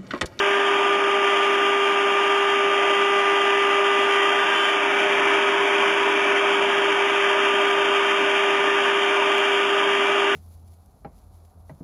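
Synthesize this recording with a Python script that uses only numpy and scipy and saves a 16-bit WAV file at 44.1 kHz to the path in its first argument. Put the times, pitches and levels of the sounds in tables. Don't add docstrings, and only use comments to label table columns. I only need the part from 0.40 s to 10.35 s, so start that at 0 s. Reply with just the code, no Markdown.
import sys
import numpy as np
from scipy import signal
from scipy.fft import rfft, irfft, dct, next_fast_len
from scipy.io import wavfile
from scipy.ndimage import uniform_filter1d, map_coordinates

SR = 44100
rng = np.random.default_rng(int(sys.argv[2]) if len(sys.argv) > 2 else 0)


def ratio(d):
    e = np.asarray(d, float) / 20
    return 10 ** e


def pcm_store(signal):
    levels = np.round(np.clip(np.atleast_2d(signal), -1, 1) * 32767)
    wavfile.write(sys.argv[1], SR, levels.astype(np.int16).T)


N = 438794

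# (t/s, depth level/dB, tooth sharpness level/dB)
CUT = [(0.0, -3, -14), (0.4, -1, -6), (0.8, 0, -1), (2.0, 0, 0.5), (3.55, 0.5, 0.5), (4.2, -3, 2),
       (4.38, -4.5, -23.5), (4.52, -14, -22), (4.7, -33, -23), (5.8, -33, -16), (6.1, -10.5, -7.5),
       (6.45, -10, -1.5), (7.15, -3.5, -2.5), (7.85, -6, -1), (8.7, -5, -1), (9.95, -5, -0.5)]
# (order, column of CUT, level/dB)
RIDERS = [(2, 1, -14), (4, 2, -6), (5, 2, -13), (6, 2, -7), (8, 2, -7), (9, 2, -20), (10, 2, -35)]
# (centre t/s, length t/s, order, level/dB)
SWELLS = [(0.0, 0.57, 4, -30.5), (3.704, 0.15, 6, -42), (3.866, 0.25, 8, -35), (4.212, 0.42, 4, -31.5),
          (8.1, 4.6, 9, -49), (1.0, 4, 5, -44.5), (3.2, 2.2, 5, -34), (3.884, 0.46, 5, -41.5),
          (7.002, 1.2, 5, -41), (9.95, .8, 5, -44), (2.3, 6.3, 2, -44)]
# (t/s, half width t/s, level/dB)
UNLOAD = (4.2, 0.29, -5.5)
# (f/Hz, level/dB)
AIR_COLOUR = [(90, -85.5), (130, -32.5), (200, -20), (320, -6.5), (480, -21.5), (600, -12), (1000, -0.5),
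              (1600, -4.0), (2100, -13.5), (2600, -6), (3250, -3.5), (3500, -20.5), (3750, -25.5),
              (3880, -25)]
# (f/Hz, width f/Hz, level/dB)
HOSE_MODES = [(86, 63, 14.0), (419, 105, 6.7), (613, 75, 11.5), (643, 28, -5.6), (720, 24, 5.8),
              (766, 40, -7.5), (877, 19, -3.4), (1053, 44, -10.3), (1167, 34, -5.5), (1256, 31, 4.7),
              (1353, 87, -9.4), (1520, 99, 10.9), (1533, 64, -13.9), (1790, 75, 5.5), (1936, 25, -3.2),
              (2025, 119, 5.8), (2169, 18, -3.2), (2324, 250, 8.6), (2464, 35, -3.9), (2542, 24, -2.1),
              (2835, 227, -4.0), (2867, 45, 4.2), (3003, 36, -5.4), (3247, 36, -6.1), (3335, 19, -2.5),
              (3483, 29, 4.1), (3556, 100, 5.2), (3871, 56, -10.7)]
# (f/Hz, width f/Hz, level/dB)
WHISTLES = [(616, 12, 3.5), (719, 16, 2), (984, 16, 3), (1254, 16, 1.5)]
# (t/s, lift 0-1)
HEAD_LIFT = [
    (4.2, 0),
    (4.6, 1),
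    (5.9, 1),
    (6.4, 0),
]
# (f/Hz, width f/Hz, level/dB)
FREE_AIR = [
    (2304, 250, 2),
    (3030, 700, -1.5),
]
# (t/s, half width t/s, level/dB)
SURGE = (4.9, .15, 1)
# (start t/s, length t/s, level/dB, lower sidebands level/dB, upper sidebands level/dB)
CHATTER = [
    (3.72, .12, -32, 1, -10),
    (4.0, .07, -32.5, -4, 0),
    (4.13, .2, -32.5, -4, 0),
]
# (offset/turns, level/dB)
SIDEBANDS = [(-5, -10), (-4, -7), (-3, -1), (-2, -9), (-1, -6), (0, 0), (1, -7)]
# (t/s, level/dB)
SLIP = (8.9819, -15)
BAND_EDGES = [0, 100, 200, 300, 400, 510, 630, 770, 920, 1080, 1270, 1480, 1720, 2000, 2320, 2700, 3150,
              3700, 4400, 5300, 6400, 7700, 9500, 12000, 12500]
# (f/Hz, level/dB)
ROUNDING_STEPS = [(1, -35), (100, -29.5), (300, -20.4), (400, -14.6), (630, -19.6), (920, -20.1),
                  (1270, -16.7), (2700, -20.3), (3700, -28.2), (4400, -31.6), (6400, -35.6), (7700, -38.3),
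                  (9500, -40.4), (12000, -38.2)]

FREE_HZ, SAG_HZ, SAG_LAW, SAG_S = 400.02, 0.8, 0.2, 0.4
DEPTH_DB, SHARP_DB = -25.5, -35
HUM_DB, HUM_LOAD_DB = -25.5, 1.16
RUSH_DB = -21.5
CHOKE_DB, CHOKE_LAW = -2, 1.5
CHATTER_HZ, SLIDE_FROM_S, SLIDE_HZ_PER_S = 3110, 3.82, 100
CHATTER_RISE_S, CHATTER_FALL_S = 0.05, 0.055
HELD_HZ = 48000.009
FRAME, FIRST = 2048, 1402


def curve(rows, column):
    rows = np.asarray(rows)
    return np.interp(np.arange(N) / SR, rows[:, 0], rows[:, column])


def evened(x):
    return x / np.sqrt(np.mean(x ** 2))


def drift(top_hz):
    size = next_fast_len(N)
    spectrum = rfft(rng.standard_normal(size))
    rolloff = 1 + (np.fft.rfftfreq(size, 1 / SR) / top_hz) ** 4
    return evened(irfft(spectrum / rolloff, size)[:N])


def tone(angle, db, waver_db, lag=0):
    level = np.sqrt(2) * ratio(db + waver_db * drift(12))
    return level * np.cos(angle + lag + 0.06 * waver_db * drift(3))


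def passing_db(event):
    centre_s, half_width_s, db = event
    return db * np.exp(-((np.arange(N) / SR - centre_s) / half_width_s) ** 2)


def modes_db(hz, modes):
    return sum(db / (1 + (2 * (hz - centre) / width) ** 2) for centre, width, db in modes)


def load():
    return ratio(curve(CUT, 1))


def choke_db():
    return CHOKE_DB * (load() ** CHOKE_LAW - 0.5) + passing_db(SURGE)


def speed():
    biting = np.minimum(ratio(curve(CUT, 2)), 1) * load() ** SAG_LAW
    return FREE_HZ - SAG_HZ * uniform_filter1d(biting, size=round(SAG_S * SR), mode="nearest")


def spindle(turn):
    t = np.arange(N) / SR
    lag = np.pi / 2 * np.arange(11) ** 2
    hum_db = HUM_DB + HUM_LOAD_DB * load() + passing_db(UNLOAD)
    out = tone(turn, hum_db, 0.6, lag[1])
    level = [None, DEPTH_DB + curve(CUT, 1), SHARP_DB + curve(CUT, 2)]
    out = out + tone(3 * turn, level[1], 0.4, lag[3])
    out = out + tone(7 * turn, level[2], 1.0, lag[7])
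    for order, column, db in RIDERS:
        k = round(order)
        out = out + tone(k * turn, level[round(column)] + db, 1.1, lag[k])
    for centre_s, length_s, order, db in SWELLS:
        k = round(order)
        swell = np.cos(np.pi * np.clip((t - centre_s) / length_s, -0.5, 0.5))
        out = out + swell * tone(k * turn, db, 1.4, lag[k])
    return out


def extraction():
    size, hop = 4096, 1024
    frames = N // hop + 5
    hz = np.fft.rfftfreq(size, 1 / SR)
    real, imaginary, patches = rng.standard_normal((frames, len(hz), 3)).T
    patches = uniform_filter1d(patches, size=30, axis=0)
    patches = evened(uniform_filter1d(patches, size=6, axis=1))
    f, level = np.transpose(AIR_COLOUR)
    colour_db = np.interp(np.log(hz + 1), np.log(f + 1), level)
    colour_db = colour_db + modes_db(hz, HOSE_MODES) + modes_db(hz, WHISTLES)
    colour_db = np.maximum(colour_db, np.where(hz < 100, -51, -140))
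    colour_db = np.where(hz < 3900, colour_db, -140)
    lift = np.interp(np.arange(frames) * hop / SR, *np.transpose(HEAD_LIFT))
    lift_db = modes_db(hz, FREE_AIR)[:, None] * lift
    spectrum = (real + 1j * imaginary) * ratio(colour_db[:, None] + lift_db + 0.8 * patches)
    air = evened(signal.istft(spectrum, nperseg=size, noverlap=size - hop)[1][:N])
    return ratio(RUSH_DB + choke_db() + 0.2 * drift(30)) * air


def chatter(turn):
    t = np.arange(N) / SR
    squeal_hz = CHATTER_HZ - SLIDE_HZ_PER_S * np.clip(t - SLIDE_FROM_S, 0, 1)
    angle = 2 * np.pi * np.cumsum(squeal_hz) / SR
    squeal = tone(angle, -0.54, 1.2)
    lower, upper = np.zeros(N), np.zeros(N)
    for offset, db in SIDEBANDS:
        if offset:
            side = lower if offset < 0 else upper
            side += tone(angle + round(offset) * turn, db - 0.5, 1.8)
    out = np.zeros(N)
    for start_s, length_s, db, lower_db, upper_db in CHATTER:
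        corners_s = start_s + np.cumsum([-CHATTER_RISE_S, CHATTER_RISE_S, length_s, CHATTER_FALL_S])
        burst = np.interp(t, corners_s, [0, 1, 1, 0])
        out += burst * ratio(db) * (squeal + ratio(lower_db) * lower + ratio(upper_db) * upper)
    return out


def scene():
    turn = 2 * np.pi * np.cumsum(speed()) / SR
    return (spindle(turn) + extraction() + chatter(turn))[None]


def preamp(x):
    soft = x / (1 + (abs(x) / 0.42) ** 5) ** (1 / 5)
    band = signal.firwin(1023, 4040, window=("kaiser", 9), fs=SR)
    return signal.oaconvolve(soft, band, "same")


def rate_conversion(x):
    n = np.arange(N)
    late = 1.447 * ((n * HELD_HZ / SR) % 1 - 0.5) * SR / HELD_HZ
    x = map_coordinates(x, [n - late], order=3, mode="mirror")
    blur = 0.22
    x = np.convolve(x, [blur, 1 - 2 * blur, blur], "same")
    slip_s, slip_db = SLIP
    return x + ratio(slip_db) * (n == round(slip_s * SR))


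def camera_rounding(x):
    m, half = FRAME, FRAME // 2
    lead = 2 * m - FIRST
    padded = np.pad(x, (lead, 3 * m))
    at = np.arange(len(padded) // m - 1)[:, None] * m + np.arange(2 * m)
    window = np.sin(np.pi * (np.arange(2 * m) + 0.5) / (2 * m))
    a, b, c, d = np.split(padded[at] * window, 4, axis=1)
    bins = dct(np.c_[-c[:, ::-1] - d, a - b[:, ::-1]], 4, norm="ortho")
    hz = (np.arange(m) + 0.5) * SR / (2 * m)
    lower_hz = np.array(BAND_EDGES)[np.searchsorted(BAND_EDGES, hz) - 1]
    t = (at[:, m] - lead) / SR
    budget_db = 0.7 * rng.standard_normal(len(t))
    budget_db = budget_db + 0.6 * np.interp(t * SR, np.arange(N), choke_db())
    budget_db = budget_db - 15 * (abs(t - SLIP[0]) < m / SR / 2)
    step = ratio(np.interp(lower_hz, *np.transpose(ROUNDING_STEPS)) + budget_db[:, None])
    rounded = np.round(bins / step) * step * (hz < BAND_EDGES[-1])
    u = dct(rounded, 4, norm="ortho")
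    p, q = u[:, :half], u[:, half:]
    out = np.zeros(len(padded))
    np.add.at(out, at, np.c_[q, -q[:, ::-1], -p[:, ::-1], -p] * window)
    return out[lead:lead + N]


def low_pass(x):
    return signal.sosfilt(signal.butter(12, 12450, fs=SR, output="sos"), x)


def record(dry):
    x = preamp(dry[0])
    x = rate_conversion(x)
    mix = camera_rounding(x)[None]
    return low_pass(mix)


dry = scene()
out = record(dry)
pcm_store(out)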